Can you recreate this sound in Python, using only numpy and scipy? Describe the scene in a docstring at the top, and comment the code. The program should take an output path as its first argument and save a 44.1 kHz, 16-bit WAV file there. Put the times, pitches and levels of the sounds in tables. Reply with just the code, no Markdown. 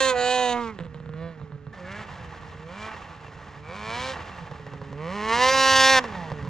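"""Two-stroke snowmobile on packed snow.

It wheelies past, shuts the throttle and burbles away with one blip. At 1.7 s the listening position
jumps: the sled is farther off, facing back, and gives two blips, a harder rev and a full-throttle run
closer. Each firing is a pulse in the exhaust; off throttle the engine runs down and fires in stray pops.
Engine speed and load drive the muffler's drone, the track's clatter and the snow it throws."""
import sys
import numpy as np
from scipy import signal
from scipy.fft import rfft, irfft, next_fast_len
from scipy.io import wavfile
from scipy.ndimage import uniform_filter1d

SR = 44100
rng = np.random.default_rng(int(sys.argv[2]) if len(sys.argv) > 2 else 0)


def master(y):
    """Save y as 16-bit WAV."""
    cut = np.clip(np.atleast_2d(y).T, -1, 1)
    pcm = np.round(cut * 32767)  # scale
    wavfile.write(sys.argv[1], SR, pcm.astype(np.int16))


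N = 286209
T = np.arange(N) / SR
SWITCH_S = 1.729  # listening position jumps

# Engine speed in the three long runs. Each row: time in seconds, firing rate in Hz.
JUMP_SPEED = [(0.0, 265.7), (0.07, 262.7), (0.152, 245.6), (0.218, 245.6), (0.336, 251.4), (0.42, 249.1),
              (0.542, 240.7), (0.6, 239), (0.701, 220), (0.72, 213)]
REV_SPEED = [(3.581, 144), (3.66, 153.1), (3.72, 175.9), (3.764, 204.5), (3.83, 214.5), (3.9, 225),
             (4.004, 252.4), (4.084, 264), (4.118, 262.8)]
CHARGE_SPEED = [(4.95, 141.1), (5.068, 167.1), (5.16, 207), (5.2, 208.6), (5.262, 219.4), (5.32, 227.5),
                (5.414, 252.5), (5.524, 266.3), (5.828, 264.4), (5.922, 265.8), (5.966, 260.5),
                (5.99, 256.1)]
# Throttle blips. Each row: opening, clutch bite, top and shut times in seconds; bite, top and idle rates
# in Hz; fall time in seconds; bark drop after the bite in dB (negative: above its level at shut);
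# bark and rasp at shut in dB.
BLIPS = [(1.112, 1.158, 1.24, 1.285, 157.1, 167, 143.8, .1, -2, -41.5, -59),
         (1.764, 1.848, 2.0, 2.01, 179.4, 216, 152.9, .16, -2, -43, -62),
         (2.58, 2.779, 2.85, 2.895, 207.3, 219, 144, .18, -1, -39.5, -60)]
# Exhaust level in the long runs. Each row: time in seconds, bark in dB, rasp in dB.
WHEELIE_LEVELS = [(0, -22, -27), (0.102, -22, -28.5), (0.163, -24, -60)]
LANDING_LEVELS = [(.11, -26.5, -70), (.19, -24, -36), (.304, -23.5, -29.5), (0.428, -23, -33.5),
                  (0.53, -26, -35), (.562, -27, -61.5), (0.701, -36.5, -51.5), (.76, -63, -70)]
REV_LEVELS = [(3.6, -51.5, -76), (3.72, -40, -56), (3.8, -40, -56), (3.9, -33.5, -45), (3.98, -32.5, -44),
              (4.12, -34, -42), (4.165, -67, -71)]
CHARGE_LEVELS = [(4.94, -43, -67), (5.131, -36.5, -52), (5.269, -28.5, -45.5), (5.329, -20.5, -34.5),
                 (5.386, -24.5, -35), (5.427, -18, -27.5), (5.52, -22, -28), (5.66, -19, -24.5),
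                 (5.841, -17, -21), (5.998, -16.5, -25)]
# Weak firing during run-down. Each row: start in seconds, length in seconds, bark in dB, rasp in dB.
OVERRUNS = [(2.03, 0.21, -63, -82), (4.162, 0.36, -56, -62), (6.114, 0.19, -36.5, -57)]
# One cylinder fires weakly until speed is up. Each row: time in seconds, imbalance from 0 to 1.
IMBALANCE = [(3.65, .15), (3.8, .42), (3.92, .38), (4.02, .28), (4.12, .26), (5.0, .18), (5.42, .15),
             (5.55, .06)]
# Uneven firing, which roughens the rasp. Each row: time in seconds, timing scatter in ms.
JITTER = [(0, .008), (.13, .013), (.25, .011), (.33, .008), (.45, .009), (.55, .012), (.72, .012),
          (5.0, .034), (5.3, .027), (5.46, .022), (5.54, .008), (5.84, .008), (5.89, .012), (5.99, .013)]
# Base levels before and after the switch. Each row: time in seconds; drone, howl, clatter, rumble in dB.
AWAY_LEVELS = [(0, -55, -85, -45, -49), (.55, -42, -78, -54, -51), (.9, -46.5, -81, -58, -47),
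               (1.25, -42, -78, -57, -50), (1.72, -50, -79, -60, -48.5)]
RETURN_LEVELS = [(1.741, -53, -56, -48.5, -47), (2.05, -49, -53, -45.5, -47), (2.3, -49.5, -51, -45.5, -45),
                 (2.75, -51.5, -57.5, -46, -49), (3.4, -52, -60, -48, -48.5),
                 (4.149, -54, -59, -44.5, -44.5), (4.8, -43, -52, -49, -48.5), (5.5, -42, -37.5, -43, -43),
                 (6.1, -40, -44, -44, -45), (6.49, -38.5, -48, -46.5, -47)]
# Stray firings. Each row: start in seconds, length in seconds, boom and crack in relative dB.
POPS = [(.7893, .004, -32, -29.5), (.801, .004, -25, -35.5), (.8068, .022, -28, -36),
        (.8363, .01, -31, -42), (.8482, .004, -30, -43), (.854, .01, -30, -40), (.866, .004, -34, -43),
        (.945, .022, -32, -36.5), (1.002, .01, -28, -40.5), (1.060, .012, -30, -40),
        (1.092, .012, -27, -38.5), (1.137, .012, -31, -37), (1.399, .012, -38, -42),
        (1.415, .026, -28, -39), (1.521, .04, -31, -40), (1.668, .012, -27, -40), (3.282, .012, -37, -46),
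        (3.358, .012, -34, -46), (3.415, .012, -37, -46), (3.564, .012, -36, -46), (4.169, .03, -36, -38),
        (4.41, .025, -34, -43), (4.514, .012, -27, -35), (4.597, .01, -29, -41), (4.666, .012, -29, -37),
        (4.736, .012, -29, -35.5), (4.816, .012, -24, -38), (4.929, .012, -30, -36),
        (6.041, .024, -32, -25), (6.302, .012, -32, -33), (6.318, .01, -21, -28), (6.427, .012, -22, -36),
        (6.450, .01, -24, -35), (6.474, .01, -24, -37)]
# Tunnel and hood modes. Each row: frequency in Hz, relative level in dB, 60 dB decay time in seconds.
PANEL_MODES = [(880, -1.5, 0.046), (1149, 2, 0.049), (1763, -1.5, 0.045), (1880, -4, 0.075),
               (2397, -12, 0.083), (2695, -7, 0.078)]
# Metallic ring in the turn. Each row: time in seconds, pitch in Hz, level in dB.
RING_PATH = [(1.73, 1775, -52), (1.81, 1780, -52), (1.89, 1680, -49), (2.0, 1707, -52), (2.06, 1725, -60),
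             (2.15, 1690, -56), (2.24, 1660, -60), (2.36, 1685, -74)]

# Exhaust spectra by heading and throttle state. Each row: frequency in Hz, relative gain in dB.
NOSE_UP = [(200, -35.5), (265, -3), (400, -6), (530, 3), (790, -9), (1060, -6), (1320, -7.5), (1590, -8),
           (1850, -3), (2150, -20), (2400, -15.5), (3000, -21.5), (3450, -23), (4200, -21), (4700, -33.5),
           (5600, -38), (6400, -27), (7100, -27.5), (10000, -45), (15000, -63)]
SIDE_ON = [(190, -19), (250, -7.5), (500, 17.5), (750, 17.5), (1000, 14.5), (1250, 9), (1500, 11.5),
           (2000, 5), (2250, -12), (2500, 6), (2750, -4), (3000, 6), (3450, -7.5), (3780, 8.5), (4300, 1.5),
           (5500, -22.5), (6700, -1.5), (12000, -40)]
TAIL_ON = [(160, -12), (240, -4.5), (460, 10.5), (690, -9.5), (930, 6), (1200, 11.5), (1420, 2), (1750, -9),
           (2050, 5), (2650, -13), (3300, -34), (4300, -39), (6000, -55), (12000, -74)]
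NEARLY_SHUT = [(100, -32), (300, -16), (480, 26), (650, 17.5), (950, 9), (1400, 13.5), (1900, 5),
               (2600, -15), (4000, -19), (6000, -41), (12000, -50)]
TURNING = [(150, -46), (300, -14), (400, 4), (600, 6), (800, -3), (1200, 5), (1550, 9), (1700, 8),
           (1950, 5), (2270, 10), (2500, -5), (2750, 4), (3400, -23), (3900, -13), (7500, -25),
           (14000, -60)]
COASTING = [(100, -28), (190, 17.5), (300, -12), (560, 8), (720, 3), (880, 18), (1050, -3), (1230, -10),
            (1420, -6), (1600, -20), (1830, 5), (2300, -7), (2680, -22), (3300, -11), (6000, -20),
            (12000, -52)]
BROADSIDE = [(150, -29), (240, -19), (440, -1), (650, 6), (870, 7), (1090, 10.5), (1310, 7), (1550, 10),
             (1950, 2), (2200, 2), (2370, 15.5), (2530, -9), (2750, 3), (3900, -6), (7500, -31),
             (14000, -62)]
FAR_OFF = [(150, -32), (240, -49), (340, 2), (530, 19), (620, 5), (760, 10.5), (850, 5.5), (980, 11.5),
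           (1330, 4), (1550, 6), (1750, 8), (2100, -4), (2320, 13.5), (2550, -1), (2900, -0.5), (4200, -1),
           (7500, -17), (11500, -31), (14000, -59)]
APPROACH = [(160, -29), (250, -3), (450, 11), (700, -2), (930, 10.5), (1130, 8), (1450, 1.5), (1900, 4.5),
            (2400, -1), (2850, 0.5), (3400, -5), (4000, -4), (6100, -10.5), (8400, -20.5), (13500, -41)]
HEAD_ON = [(160, -29.5), (250, -3.5), (400, 5), (530, 7.5), (790, 5), (1060, 8), (1320, 1.5), (1700, 4.5),
           (2150, 0.5), (3500, -4.5), (6100, -9), (8400, -24.5), (11000, -27.5), (13500, -41)]
# Muffler, expansion chamber, chassis, track and snow. Each row: frequency in Hz, relative gain in dB.
MUFFLER = [(70, -21), (140, 3.5), (260, 5), (310, -14.5), (450, 2), (560, -15), (700, -31), (880, -33.5),
           (1300, -16.5), (1850, -21), (3500, -45), (9000, -75.5)]
CHAMBER = [(250, -43), (380, -1.5), (450, 5.5), (530, -2.5), (610, -1.5), (720, -26), (1100, -45.5),
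           (3000, -81)]
RUMBLE = [(18, -42), (32, -9.5), (50, 0), (80, 10), (130, 4), (200, 1.5), (300, -15), (600, -42),
          (2000, -82), (8000, -108)]
CLATTER = [(150, -41), (250, -12.5), (305, -6), (411, -5), (461, -3), (631, -5), (850, 1), (2180, -8),
           (2570, -14.5), (2790, -15), (7050, -29.5), (10800, -65), (13000, -91)]
SPRAY = [(1500, -29), (3000, 9.5), (4500, 0.5), (7500, -4.5), (8600, -16), (11000, -22), (14000, -51)]
# Pops close behind, drawing away and far off. Each row: frequency in Hz, relative gain in dB.
SHARP_CRACK = [(100, 3), (480, 14.5), (750, 9), (1150, 7), (2000, 5), (2400, -2), (2800, 0.5), (4100, -4),
               (5500, -31), (7500, -17), (12000, -50)]
DULL_CRACK = [(100, -3), (480, 13.5), (700, 12), (1150, 14.5), (2000, 6), (2400, -10), (4200, -4),
              (5500, -41), (7500, -33), (12000, -53)]
FAR_CRACK = [(100, 5), (300, 5), (480, 15), (680, 6), (1000, 13), (1400, 0), (1900, 4), (2600, -9),
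             (4000, -10), (6000, -16), (12000, -41)]
# Stereo balance before and after the switch. Each row: frequency in Hz, left minus right in dB.
AWAY_BALANCE = [(60, -3), (150, -5.5), (380, -7.5), (950, -6.5), (2380, -3), (5980, -4.5), (15000, -8)]
RETURN_BALANCE = [(60, -1), (150, -4.5), (380, -3.5), (950, -5), (2380, 1), (5980, -0.5), (15000, 0.5)]


def amp(db):
    """Decibels to gain."""
    return 10 ** (np.asarray(db) / 20)


def unit(x):
    """Scales to rms 1."""
    return x / np.sqrt(np.mean(x ** 2) + 1e-20)


def follow(rows):
    """Columns of a time table at every sample."""
    times_s, *columns = np.transpose(rows)
    return [np.interp(T, times_s, column) for column in columns]


def spectrum_db(spectrum, hz):
    """Interpolates a spectrum over log frequency."""
    points_hz, db = np.transpose(spectrum)
    return np.interp(np.log(hz + 1), np.log(points_hz + 1), db)


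def colour(x, spectrum, size=4096):
    """Minimum-phase filter of energy 1: a body rings only after it is struck."""
    log_gain = np.log(amp(spectrum_db(spectrum, abs(np.fft.fftfreq(size, 1 / SR)))))
    ring = np.fft.ifft(np.exp(np.conj(signal.hilbert(log_gain)))).real[:size // 2]
    return signal.oaconvolve(x, ring / np.linalg.norm(ring))[:N]


def wander(rate_hz):
    """Slow random curve of rms 1."""
    size = next_fast_len(N)
    rolloff = 1 + (np.fft.rfftfreq(size, 1 / SR) / rate_hz) ** 4
    return unit(irfft(rfft(rng.standard_normal(size)) / rolloff, size)[:N])


def steady(x, size=1500):
    """Holds short-time rms at 1."""
    power = uniform_filter1d(uniform_filter1d(x ** 2, size), size)
    return x / np.sqrt(abs(power) + 1e-12)


def clicks(times_s, sizes, order=8):
    """Band-limited clicks at exact times."""
    index = np.round(times_s * SR).astype(int)[:, None] + np.arange(-order, order + 1)
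    offset = index - times_s[:, None] * SR
    shape = sizes[:, None] * np.sinc(offset) * np.sinc(offset / (order + 1))
    inside = (index >= 0) & (index < N)
    return np.bincount(index[inside], shape[inside], N)


def grains(per_s, spread_db):
    """Dense impacts of random size."""
    sizes = amp(spread_db * np.minimum(rng.exponential(1, N), 4)) * rng.standard_normal(N)
    return unit(sizes * (rng.random(N) < per_s / SR))


def coast(rate_hz, shut_s, idle_hz, fall_s):
    """Throttle shut: drag pulls the engine down to idle."""
    remaining = np.exp(-(np.maximum(T - shut_s, 0) / fall_s) ** 1.4)
    return np.where(T < shut_s, rate_hz, idle_hz + (np.interp(shut_s, T, rate_hz) - idle_hz) * remaining)


def spin_up(rate_hz, start_s, bite_s, top_s, bite_hz, top_hz):
    """The free engine accelerates until the clutch bites, then climbs evenly."""
    free_hz = rate_hz + (bite_hz - rate_hz) * np.clip((T - start_s) / (bite_s - start_s), 0, 1) ** 2
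    return np.where(T < bite_s, free_hz, np.interp(T, [bite_s, top_s], [bite_hz, top_hz]))


def firing_rate_hz():
    """Engine speed: a run-down follows each throttle opening."""
    away = coast(follow(JUMP_SPEED)[0], JUMP_SPEED[-1][0], idle_hz=156, fall_s=.065)
    back = coast(np.full(N, 201), SWITCH_S, idle_hz=176, fall_s=.05)
    legs = [away, back]
    for start_s, bite_s, top_s, shut_s, bite_hz, top_hz, idle_hz, fall_s, *_ in BLIPS:
        leg = int(shut_s > SWITCH_S)
        climb = spin_up(legs[leg], start_s, bite_s, top_s, bite_hz, top_hz)
        legs[leg] = coast(climb, shut_s, idle_hz, fall_s)
    rev = coast(follow(REV_SPEED)[0], REV_SPEED[-1][0], idle_hz=139, fall_s=.215)
    charge = coast(follow(CHARGE_SPEED)[0], CHARGE_SPEED[-1][0], idle_hz=140, fall_s=.178)
    return np.select([T < SWITCH_S, T < REV_SPEED[0][0], T < CHARGE_SPEED[0][0]], legs + [rev], charge)


def engine_load(ramp_s=.11):
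    """1 with the throttle open, 0 with it shut."""
    spans_s = [(run[0][0], run[-1][0]) for run in (JUMP_SPEED, REV_SPEED, CHARGE_SPEED)]
    spans_s += [(blip[0], blip[3]) for blip in BLIPS]
    return sum(np.clip(np.minimum(T - start, shut - T) / ramp_s + .5, 0, 1) for start, shut in spans_s)


def firings(cycles, jitter_ms, imbalance, skew_ms, scatter_db=.2):
    """One pulse per firing; the two cylinders differ in strength and timing, a wavering growl."""
    def at_firings(value):
        return np.interp(times_s, T, value * np.ones(N))

    count = np.arange(1, int(cycles[-1]))
    lateness, strength = rng.standard_normal((len(count), 2)).T
    times_s = np.interp(count, cycles, T)
    cylinder = (-1) ** count * (1 + .42 * at_firings(wander(21)))
    late_ms = at_firings(jitter_ms) * lateness + skew_ms * cylinder
    sizes = amp(at_firings(scatter_db) * strength) * (1 + at_firings(imbalance) * cylinder)
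    return clicks(times_s + late_ms / 1000, sizes)


def disperse(x, smear_ms, corner_hz=2000):
    """Lows leave the pipe after highs: each pulse becomes a falling chirp."""
    size = next_fast_len(N + 1024)
    hz = np.fft.rfftfreq(size, 1 / SR)
    lag_cycles = smear_ms / 1000 * corner_hz * np.log1p(hz / corner_hz)
    return irfft(rfft(x, size) * np.exp(-2j * np.pi * lag_cycles), size)[:N]


def exhaust_burst(cycles, levels, poses, gas, jitter_ms, imbalance, skew_ms,
                  echo, echo_ms, open_s, shut_s):
    """Blow-down pulses and gas puffs, piped and echoed; bark lies below 2.7 kHz, rasp above."""
    start_s, end_s = levels[0][0], levels[-1][0]
    puffs = unit((.4 + np.exp(-(cycles % 1) / .35)) * rng.standard_normal(N))
    puffs += .65 * signal.sosfiltfilt(signal.butter(2, 2000, "high", fs=SR, output="sos"), puffs)
    drive = unit(firings(cycles, jitter_ms, imbalance, skew_ms)) + gas * puffs
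    # Poses crossfade. Each row: time in seconds, spectrum, smear in ms.
    shares = [np.interp(T, [pose[0] for pose in poses], only) for only in np.eye(len(poses))]
    direct = sum(share * colour(disperse(drive, smear_ms), pipe)
                 for share, (_, pipe, smear_ms) in zip(shares, poses))
    snow_ms = np.interp(T, [start_s, end_s], echo_ms) + .02 * wander(5)
    bank_ms = np.interp(T, [start_s, end_s], [2.525, 3.32])
    voice = direct + echo * np.interp(T - snow_ms / 1000, T, direct)
    voice += .38 * np.interp(T - bank_ms / 1000, T, direct)
    bark = signal.sosfiltfilt(signal.butter(4, 2700, fs=SR, output="sos"), voice)
    bark_db, rasp_db = follow(levels)
    flutter_db = 1.13 * wander(46)
    opening = np.clip((T - start_s) / open_s, 0, 1) if start_s > open_s else 1
    gate = opening * np.clip((end_s - T) / shut_s, 0, 1)
    return gate * (amp(bark_db) * steady(bark) + amp(rasp_db + flutter_db) * steady(voice - bark))


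def effort_levels(times_s, drops_db, bark_db, rasp_db):
    """Level rows below full effort: rasp drops 0.66 dB per dB of bark."""
    return [(s, bark_db - drop, rasp_db - .66 * drop) for s, drop in zip(times_s, drops_db)]


def exhaust(cycles, clean=.045, gruff=.075, ragged=.1, overrun_db_per_s=24):
    """All runs, blips and overruns: little gas noise when near and loaded, more when far or coasting."""
    jitter_ms, imbalance = follow(JITTER)[0], follow(IMBALANCE)[0]
    out = exhaust_burst(cycles, WHEELIE_LEVELS, [(0, NOSE_UP, 1.96)], clean,
                        jitter_ms, imbalance=.036, skew_ms=.0056,
                        echo=.52, echo_ms=(1.9, 2.0), open_s=.05, shut_s=.042)
    out += exhaust_burst(cycles, LANDING_LEVELS, [(.48, SIDE_ON, 1.57), (.63, TAIL_ON, 1.3)], clean,
                         jitter_ms, imbalance=.06, skew_ms=.016,
                         echo=.55, echo_ms=(.46, .22), open_s=.048, shut_s=.045)
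    closing_in = [(5.33, APPROACH, 1.4), (5.49, HEAD_ON, 1.4), (5.55, HEAD_ON, .65)]
    out += exhaust_burst(cycles, CHARGE_LEVELS, closing_in, clean, jitter_ms, imbalance, skew_ms=.006,
                         echo=.38, echo_ms=(.92, 1.13), open_s=.078, shut_s=.0084)
    out += exhaust_burst(cycles, REV_LEVELS, [(0, FAR_OFF, 3.2)], ragged,
                         jitter_ms=.03, imbalance=imbalance, skew_ms=.038,
                         echo=.3, echo_ms=(.8, 1.05), open_s=.05, shut_s=.03)
    for start_s, bite_s, _, shut_s, *_, drop_db, bark_db, rasp_db in BLIPS:
        times_s = [start_s, min(bite_s + .065, shut_s), shut_s, shut_s + .11]
        levels = effort_levels(times_s, [18, drop_db, 0, 26], bark_db, rasp_db)
        if shut_s < SWITCH_S:
            out += exhaust_burst(cycles, levels, [(0, NEARLY_SHUT, 1.27)], gruff,
                                 jitter_ms=.045, imbalance=.06, skew_ms=.01,
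                                 echo=1.0, echo_ms=(1.75, 1.75), open_s=.046, shut_s=.039)
        else:
            out += exhaust_burst(cycles, levels, [(2.1, TURNING, 3.2), (2.6, BROADSIDE, 3.2)], ragged,
                                 jitter_ms=.032, imbalance=.3, skew_ms=.025,
                                 echo=.12, echo_ms=(.9, 1.0), open_s=.11, shut_s=.05)
    for start_s, length_s, bark_db, rasp_db in OVERRUNS:
        drops_db = [0, overrun_db_per_s * length_s]
        levels = effort_levels([start_s, start_s + length_s], drops_db, bark_db, rasp_db)
        out += exhaust_burst(cycles, levels, [(0, COASTING, 2.575)], gruff,
                             jitter_ms=.018, imbalance=.1, skew_ms=.015,
                             echo=.2, echo_ms=(1.1, 1.2), open_s=.05, shut_s=.05)
    return out


def drone(cycles, rate_hz, load, drone_db, howl_db, chamber_hz=523, reach_hz=46):
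    """Pistons pump the muffler, fired or not; the chamber howls when a harmonic nears its note."""
    pulses = firings(cycles, jitter_ms=.0047, imbalance=.011, skew_ms=.003, scatter_db=3 - 2.5 * load)
    miss_hz = chamber_hz - rate_hz * np.round(chamber_hz / rate_hz)
    howl_gain = amp(howl_db + 12 * load) / (1 + (miss_hz / reach_hz) ** 2)
    muffler = amp(drone_db + 7 * load) * steady(colour(pulses, MUFFLER))
    return muffler + howl_gain * steady(colour(pulses, CHAMBER))


def rumble(level_db):
    """Low lumpy noise of the chassis over rough snow."""
    return amp(level_db + 2.3 * wander(20.5)) * unit(colour(rng.standard_normal(N), RUMBLE))


def panels():
    """Track knocks ring the tunnel and hood panels."""
    knocks = grains(per_s=450, spread_db=-4)
    t = T[:SR // 8]
    ring = sum(amp(db - 60 * t / t60_s) * np.sin(2 * np.pi * hz * t) for hz, db, t60_s in PANEL_MODES)
    return unit(signal.oaconvolve(knocks, ring)[:N])


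def track(rate_hz, load, idle_db, idle_hz=140, taut_db=-4.5):
    """Lugs and rails clatter with speed, less when taut; snow crumbles off, and sprays under load."""
    octaves = np.log2(rate_hz / idle_hz)
    clatter_db = idle_db + 8.5 * octaves + taut_db * load
    crumb_gain = amp(clatter_db - 17)
    thrown_gain = load * amp(np.where(T < SWITCH_S, -81, -76) + 39 * octaves)
    lugs = colour(grains(per_s=7000, spread_db=-1.5), CLATTER) + amp(-3) * panels()
    spray = colour(grains(per_s=10000, spread_db=1), SPRAY)
    clatter = unit(lugs) * amp(clatter_db + 1.6 * wander(16))
    return clatter + unit(spray) * np.hypot(crumb_gain, thrown_gain) * amp(2 * wander(36))


def burble(rate_hz, boom_hz=150, boom_width_hz=90, overtone_hz=500, fizz_s=.002):
    """Stray firings crack and fizz at once; the pipe's boom swells just behind."""
    booms, cracks = np.zeros((2, N))
    for start_s, length_s, boom_db, crack_db in POPS:
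        times_s = np.arange(start_s, start_s + length_s, 1 / np.interp(start_s, T, rate_hz))
        sizes = amp(.46 * rng.standard_normal(len(times_s)))
        booms += clicks(times_s, amp(boom_db) * np.sqrt(sizes))
        # The first firing finds the pipe full of fuel.
        cracks += clicks(times_s, amp(crack_db) * np.where(times_s > start_s, .28 * sizes, 1))
    t = T[:SR // 10]
    swell = np.pi * boom_width_hz * t
    tone = np.sin(2 * np.pi * boom_hz * t) + amp(-13) * np.sin(2 * np.pi * overtone_hz * t)
    booms = signal.oaconvolve(booms, swell * np.exp(1 - swell) * tone)[:N]
    decay = np.exp(-t / fizz_s)
    fizz_envelope = np.sqrt(abs(signal.oaconvolve(cracks ** 2, decay / decay.sum())[:N]))
    far = T >= SWITCH_S
    fizz = np.where(far, .9, .45) * rng.standard_normal(N) * fizz_envelope
    cracks = disperse(cracks + fizz, smear_ms=.4)
    near = np.interp(T, [.85, 1.4], [1, 0])
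    sharp = colour(cracks * near, SHARP_CRACK)
    dull = colour(cracks * (1 - near) * ~far, DULL_CRACK)
    distant = colour(cracks * far, FAR_CRACK)
    return amp(-6.5) * booms + amp(18.5) * (sharp + dull + distant)


def metal_ring(width_hz=32):
    """Narrow metallic ring in the turn, perhaps the brake disc rubbing."""
    hz, level_db = follow(RING_PATH)
    phase = 2 * np.pi * np.cumsum(hz) / SR
    tone = wander(width_hz) * np.cos(phase) + wander(width_hz) * np.sin(phase)
    return unit(tone) * amp(level_db) * (T > RING_PATH[0][0]) * (T < RING_PATH[-1][0])


def stereo(x, balance, left_lead_ms):
    """One source reaches left and right with a level and time difference."""
    size = next_fast_len(N + 4096)
    hz = np.fft.rfftfreq(size, 1 / SR)
    left = amp(spectrum_db(balance, hz) / 2) * np.exp(1j * np.pi * hz * left_lead_ms / 1000)
    pair = np.array([left, 1 / left])
    return irfft(rfft(x, size) * pair / abs(pair).mean(0), size)[:, :N]


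def snow_banks(x, level_db=-23, decay_s=.025):
    """The banks scatter a faint, short echo, different on each side."""
    tail = rng.standard_normal((2, SR // 4)) * np.exp(-T[:SR // 4] / decay_s)
    return amp(level_db) * signal.oaconvolve(x[None], tail / np.linalg.norm(tail[0]), axes=1)[:, :N]


def scene():
    """The sled from two positions in turn, plus wide track noise, rumble and bank echo."""
    rate_hz, load = firing_rate_hz(), engine_load()
    drone_db, howl_db, clatter_db, rumble_db = follow(AWAY_LEVELS + RETURN_LEVELS)
    cycles = np.cumsum(rate_hz * (1 + .0009 * wander(40))) / SR
    engine = exhaust(cycles) + drone(cycles, rate_hz, load, drone_db, howl_db) + burble(rate_hz)
    sled = engine + rumble(rumble_db) + track(rate_hz, load, clatter_db) + metal_ring()
    away = stereo(sled, AWAY_BALANCE, left_lead_ms=.035)
    back = stereo(sled, RETURN_BALANCE, left_lead_ms=.018)
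    wide = amp(-14) * track(rate_hz, load, clatter_db) + amp(-15) * rumble(rumble_db)
    return np.where(T < SWITCH_S, away, back) + np.array([wide, -wide]) + snow_banks(sled)


def record(dry):
    """Steep low-pass at 15.9 kHz."""
    return signal.oaconvolve(dry, signal.firwin(511, 15900, window=("kaiser", 9), fs=SR)[None], "same")


dry = scene()
out = record(dry)
master(out)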